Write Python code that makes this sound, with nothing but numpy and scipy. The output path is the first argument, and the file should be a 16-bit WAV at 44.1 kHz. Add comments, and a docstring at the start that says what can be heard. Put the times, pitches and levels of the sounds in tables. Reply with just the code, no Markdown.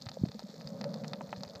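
"""A camera in a sealed case, under water over a shallow coral reef.
Snapping shrimp crackle throughout: each near click rings the damped modes of the case and echoes off the
reef, over a dense far crackle. Short dull knocks (fish or the case) are decaying tones, the strongest
near 0.24 s. Surge is noise in two groups of low resonances, swelling together around 0.9 s.
Shaped noise makes the steady water and the faint microphone hiss."""
import sys
import numpy as np
from scipy import signal
from scipy.fft import rfft, irfft
from scipy.io import wavfile

SR = 44100
rng = np.random.default_rng(int(sys.argv[2]) if len(sys.argv) > 2 else 0)


def unload_wav(signal):
    """Save mono or channel-first audio to the path in sys.argv[1] as 16-bit WAV at rate SR, clipped to [-1, 1]."""
    wavfile.write(
        sys.argv[1],
        SR,
        np.round(np.clip(np.atleast_2d(signal).T, -1, 1) * 32767).astype(np.int16),
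    )


def decibels_to_gain(level_db):
    """Convert a level in decibels to a linear amplitude gain (20 dB per decade)."""
    exponent = np.asarray(level_db, float) / 20
    return 10 ** exponent


N = 70560   # samples: 1.6 s


def near_snaps():
    """Impulse excitation: each snap is a bare crack plus treble and body rings, all with reflections."""
    # near shrimp snaps, levels before the offsets below: (time [s], treble level [dB], body level [dB],
    # crack level [dB], treble centre [Hz], body tilt [dB per octave])
    snaps = [(0.0138, -41.5, -64, -72.0, 4250, 1), (0.021, -30.5, -48, -55, 4870, -2),
             (0.0602, -38.5, -47, -76.0, 4160, -6), (0.0666, -39, -38.5, -75.0, 4150.0, 3.5),
             (0.0878, -33.0, -37.5, -56, 4130.0, 5.5), (0.0916, -34.0, -41.5, -64, 5240, 3),
             (0.1158, -37, -41.5, -72.0, 4380.0, -6), (0.1419, -41.5, -51, -64, 5500, -1.0),
             (0.2255, -55, -67, -63.0, 4800, 4), (0.2544, -48, -45, -74.0, 4500, 1),
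             (0.2563, -43, -49, -73.0, 4570, -1), (0.2625, -46, -63, -61.0, 5450.0, -1.0),
             (0.2864, -39, -46, -76, 4200, 4.5), (0.3169, -37.5, -43.5, -72, 4300, 2),
             (0.3442, -44, -54, -73.0, 4200, 1), (0.3931, -32.5, -36.5, -51.5, 4820.0, -7),
             (0.4031, -47.0, -45, -60, 5700, -4), (0.4256, -56, -49, -76.0, 5000.0, -8),
             (0.4305, -43, -61, -78.0, 4700, -5), (0.489, -50, -62, -74.0, 4730.0, -1.0),
             (0.5021, -47, -61, -73.0, 4400, -4), (0.5127, -52, -54, -72.0, 4770.0, -1.0),
             (0.5418, -45, -50, -71, 5140, -2), (0.599, -48.0, -69, -59.5, 4790.0, -3),
             (0.6045, -45, -60, -75.0, 4240.0, -1.0), (0.6107, -45.5, -44, -75.0, 4280.0, 3.5),
             (0.617, -43, -59, -65, 4760, 3), (0.673, -33.0, -43.5, -64, 4700, 2.0),
             (0.689, -45, -69, -58.0, 5330.0, -1.0), (0.7656, -50, -64, -75.0, 4780.0, -1.0),
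             (0.8122, -33, -32.5, -78.0, 4550, -1), (0.8417, -31, -31.0, -54.5, 4650.0, -1.5),
             (0.8916, -46, -57, -67, 4200, 2), (0.9364, -45, -57, -75.0, 4800, -3),
             (0.941, -31.0, -39, -53, 4620, -1), (1.0035, -47, -63, -76.0, 4570, -3),
             (1.037, -43, -44, -78.0, 4230, 3), (1.0447, -41, -33, -75.0, 4400.0, 0.5),
             (1.0801, -32.0, -59, -50, 5300, -4), (1.114, -53, -57, -75.0, 4750, 1),
             (1.1335, -26.5, -29, -61, 4000, 2), (1.157, -47, -61, -72.0, 4470, -6),
             (1.2093, -53, -31, -72.0, 4700, -10), (1.2927, -47.5, -45, -60, 4390.0, 3),
             (1.3286, -49, -25, -60, 4060.0, -4), (1.3617, -43.0, -49, -76.0, 4240.0, 3),
             (1.3634, -44, -50, -76.0, 4500, 3), (1.4071, -43, -47, -62, 4360.0, 3),
             (1.4339, -27.0, -33.5, -55, 4760, -10), (1.4495, -48, -48, -75.0, 5700, 5),
             (1.478, -41.5, -53, -75.0, 4460.0, 3), (1.4895, -45.5, -54, -64, 5700, 4),
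             (1.4977, -40, -56, -74.0, 4550.0, -1.0), (1.5072, -44.0, -61, -76.0, 4310.0, -4),
             (1.5521, -40, -45.5, -76.0, 5180.0, 4), (1.5573, -38, -42, -73.0, 4190.0, 0)]
    treble_offset_db, body_offset_db, crack_offset_db = -4, -6, 12.5
    time_s, treble_db, body_db, crack_db, centre_hz, tilt_db = np.transpose(snaps)
    at = (time_s * SR).astype(int)
    clicks = np.zeros(N)
    clicks[at] = decibels_to_gain(crack_db + crack_offset_db)
    bright = treble(at, treble_db + treble_offset_db, centre_hz) + crack(clicks)
    low = body(at, body_db + body_offset_db, tilt_db)
    return scatter(bright, tail_db=-26) + scatter(low, tail_db=-10)   # the low ring scatters more


def treble(at, db, centre_hz):
    """Modal synthesis: the high case modes, excited most strongly near each snap's centre frequency."""
    # high modes of the case: (frequency [Hz], relative level [dB], 60 dB decay time [s])
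    treble_modes = [(3560, 1, 0.0093), (3835, -0.5, 0.0089), (4300, 3.5, 0.0065), (4860, -0.5, 0.0089),
                    (5370, -1, 0.0067), (6150, -1, 0.0058), (6830, -1, 0.0095), (7650, 1.5, 0.0084)]
    focus_db_per_oct2 = 53   # modes away from the centre ring weaker

    def focus_db(hz):
        return -focus_db_per_oct2 * np.log2(hz / centre_hz) ** 2

    return strike(at, db, treble_modes, focus_db, sign=-1)


def body(at, db, tilt_db):
    """Modal synthesis: the low case modes, with a spectral tilt about 1 kHz for each snap."""
    # low modes of the case: (frequency [Hz], relative level [dB], 60 dB decay time [s])
    body_modes = [(610, -5, 0.011), (780, 0.5, 0.011), (936, -3, 0.011), (1250, -2.5, .012),
                  (1670, -3, 0.0064), (1970, -2.5, 0.0048), (2410, -5.5, 0.0043), (3110, -7.5, 0.0041)]
    rung = strike(at, db, body_modes, lambda hz: tilt_db * np.log2(hz / 1000), sign=1)
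    band = signal.butter(2, [480, 3300], "band", fs=SR, output="sos")
    return signal.sosfilt(band, rung)


def crack(clicks):
    """Broadband impulse: high-passing leaves the bare click without the case modes."""
    return signal.sosfilt(signal.butter(2, 7000.0, "high", fs=SR, output="sos"), clicks)


def strike(at, db, modes, colour_db, sign):
    """Modal superposition: every click rings every mode at a random strength; the case dulls the sum."""
    mode_spread_db, case_dull_hz = 1.5, 8200
    out = np.zeros(N)
    luck = rng.standard_normal((len(at), len(modes)))
    for k, (hz, level_db, t60) in enumerate(modes):
        strength_db = db + level_db + mode_spread_db * luck[:, k] + colour_db(hz)
        clicks = np.zeros(N)
        np.add.at(clicks, at, decibels_to_gain(strength_db) * sign ** k)   # sign -1 alternates the polarity of the modes
        out -= ring(clicks, hz, t60)
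    return signal.sosfilt(signal.butter(4, case_dull_hz, "low", fs=SR, output="sos"), out)


def ring(drive, hz, t60):
    """Damped resonator: a two-pole filter answers a unit click with a decaying sine."""
    radius = decibels_to_gain(-60 / (t60 * SR))
    angle = 2 * np.pi * hz / SR
    poles = [1, -2 * radius * np.cos(angle), radius * radius]
    return signal.lfilter([0, np.sin(angle)], poles, drive + 1e-18)


def scatter(x, tail_db):
    """Multipath propagation: direct sound, one echo and a short, sparse, decaying tail off the reef."""
    echo_s, echo_db, tail_t60_s = 0.0045, -16, 0.035
    t = np.arange(SR // 10) / SR
    path = decibels_to_gain(tail_db - 60 * t / tail_t60_s) * rng.standard_normal(len(t))
    path = path * (rng.random(len(t)) < 0.05)   # few of the samples carry a reflection
    path[0] = 1   # direct sound
    path[int(echo_s * SR)] += decibels_to_gain(echo_db)
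    return signal.fftconvolve(x, path)[:N]


def far_snaps():
    """Random point process: dense distant snaps, their rate drifting, ring the modes of the same case."""
    median_per_s, rate_drift_db = 700, 3.0
    treble_rms_db, body_rms_db = -63.5, -67
    born = rng.random(N) < median_per_s * decibels_to_gain(rate_drift_db * drift(8.0)) / SR
    db = 4 * np.minimum(rng.exponential(1, N), 3.5)   # many weak, few strong
    centre_hz = 4750 * 2 ** (0.24 * rng.standard_normal(N))   # spread in octaves
    at = np.flatnonzero(born)
    bright = rms_one(treble(at, db[at], centre_hz[at]))
    low = rms_one(body(at, db[at], 0))
    return decibels_to_gain(treble_rms_db) * bright + decibels_to_gain(body_rms_db) * low


def knocks():
    """Transient oscillation: a few cycles swell, sag in pitch and die, the first swing negative."""
    # dull knocks: (time [s], envelope peak [dB], final frequency [Hz], nominal length [cycles])
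    knock_list = [(0.062, -34, 104, 2.5), (0.11, -46, 150, 1.3), (0.17, -32.5, 528, 5.6),
                  (0.19, -38.5, 179, 6.9), (0.214, -28.5, 106.5, 1.85), (.2358, -14, 153.5, 1.6),
                  (.250, -42, 650, 8.5), (.260, -32, 174, 1.3), (0.269, -37.5, 140, 3.5),
                  (.292, -48, 444, 7.1), (0.289, -36.5, 119, 1.3), (0.345, -38, 206, 9.7),
                  (.348, -43.5, 481, 7), (.385, -52, 166, 1.3), (.423, -41.5, 477, 2.6),
                  (.461, -50, 610, 11), (.49, -44, 453, 2.7), (.538, -43.5, 444, 7.6),
                  (.436, -36.5, 194, 6.9), (.494, -44, 186, 4.2), (0.563, -58, 188, 3.8),
                  (0.581, -42, 164, 3.4), (0.646, -39.5, 150, 7.6), (.650, -48, 73, 1.9),
                  (.850, -36.5, 568, 24), (.80, -42.5, 202.7, 12.6), (0.931, -42.5, 193, 9.9),
                  (1.011, -39.5, 202, 15), (1.14, -38.5, 205, 5.6), (1.2125, -33.5, 820, 3.5),
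                  (1.3295, -38.5, 760, 4.6), (1.231, -53, 85, 1.6), (1.277, -52, 78.5, 2.2),
                  (1.374, -37.5, 108, 1.4), (1.461, -47, 88.5, 2.4), (1.553, -45.5, 93, 2.7)]
    skew, sag_turns = 1.18, 0.24   # envelope power; extra turns from a pitch that starts high
    out = np.zeros(N)
    for start_s, db, hz, cycles in knock_list:
        turns = np.maximum(np.arange(N) / SR - start_s, 0) * hz
        u = turns / cycles * 4.9
        envelope = (u * np.exp(1 - u)) ** skew   # peak 1 at u = 1
        phase = turns + sag_turns * (1 - np.exp(-turns))
        out -= decibels_to_gain(db) * envelope * np.sin(2 * np.pi * phase)
    return out


def surge():
    """Resonant filtering: noise in two groups of case resonances, each following its own level curve."""
    # level curves of the surge: (time [s], low hum level [dB], upper hum level [dB])
    surge_levels = [(0.0, -53, -64.5), (0.204, -55, -60.5), (0.48, -57.5, -65), (0.618, -50, -53),
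                    (0.842, -41, -47), (0.94, -43.5, -45.5), (1.068, -43, -49), (1.246, -49.5, -52),
                    (1.42, -48.5, -54), (1.6, -55, -49)]
    # low resonances: (frequency [Hz], nominal width [Hz], relative level [dB])
    low_peaks = [(150, 32, -6), (189.9, 37.7, -3.5), (237, 27.6, -13.5)]
    # upper resonances: (frequency [Hz], nominal width [Hz], relative level [dB])
    upper_peaks = [(475, 58, -6.5), (557.2, 38.3, 0), (650, 104, -9.5), (820, 510, -12)]
    time_s, low_db, upper_db = np.transpose(surge_levels)
    t = np.arange(N) / SR
    low = decibels_to_gain(np.interp(t, time_s, low_db)) * hum(low_peaks)
    upper = decibels_to_gain(np.interp(t, time_s, upper_db)) * hum(upper_peaks)
    return low + upper


def hum(peaks):
    """Resonant filtering: noise passes twice through each resonance, its level wavering; rms 1."""
    waver_db, waver_hz, low_cut_hz = 1.0, 15, 143
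    out = 0
    for hz, width, db in peaks:
        noise = rng.standard_normal(N + SR // 4)   # the extra lead lets the resonance build up
        once = ring(noise, hz, 1.1 / width)
        twice = ring(once, hz, 1.1 / width)
        tone = rms_one(np.diff(twice)[-N:])   # the difference weakens the bass skirt
        out = out + decibels_to_gain(db + waver_db * drift(waver_hz)) * tone
    return rms_one(signal.sosfilt(signal.butter(3, low_cut_hz, "high", fs=SR, output="sos"), out))


def drift(rate):
    """Low-passed random process: noise slowed to a corner near rate [Hz]; rms 1."""
    r = np.exp(-2 * np.pi * rate / SR)
    slow = signal.lfilter([1], [1, -2 * r, r * r], rng.standard_normal(N + SR))
    return rms_one(slow[SR:])


def water():
    """Stationary noise: the steady water sound is noise with a fixed spectrum."""
    # water spectrum: (frequency [Hz], relative density [dB per Hz])
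    water_spectrum = [(20, -22), (40, 6.5), (70, 9), (110, -45.5), (330, -13.5), (1000, -16), (2000, -11.5),
                      (2900, -17.5), (4400, -8), (7000, -14.5), (9300, -78)]
    return decibels_to_gain(-68) * coloured(water_spectrum)


def hiss():
    """Stationary noise: the self-noise of the microphone, mostly in the treble."""
    # hiss spectrum: (frequency [Hz], relative density [dB per Hz])
    hiss_spectrum = [(5000, -30), (8500, -0.5), (9300, -11.5), (10500, -8), (13000, -2), (15300, 2),
                     (17000, -33)]
    return decibels_to_gain(-77) * coloured(hiss_spectrum)


def coloured(points):
    """Spectral shaping: white noise weighted by a curve over log frequency; rms 1."""
    hz, db = np.transpose(points)
    grid = np.maximum(np.arange(N // 2 + 1) * SR / N, 1)
    curve_db = np.interp(np.log(grid), np.log(hz), db, left=-60, right=-60)
    return rms_one(irfft(rfft(rng.standard_normal(N)) * decibels_to_gain(curve_db), N))


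def rms_one(x):
    """Normalisation: divide by the root mean square, so that the mean power is 1."""
    return x / np.sqrt(np.mean(x ** 2) + 1e-20)


def scene():
    """Linear superposition: the pressures of shrimp, knocks, surge and water add."""
    return (near_snaps() + far_snaps() + knocks() + surge() + water())[None]


def roll_off(x):
    """The treble ends steeply here."""
    return signal.sosfilt(signal.butter(12, 16190, fs=SR, output="sos"), x)


def record(dry):
    """Band limiting: the microphone drops the deep bass and adds hiss; then the top is cut."""
    low_cut_hz, top_stop_hz = 76, 15350
    x = signal.sosfilt(signal.butter(2, low_cut_hz, "high", fs=SR, output="sos"), dry)
    x = x + hiss()
    mix = signal.sosfilt(signal.cheby2(14, 40, top_stop_hz, fs=SR, output="sos"), x)
    return roll_off(mix)


dry = scene()
out = record(dry)
unload_wav(out)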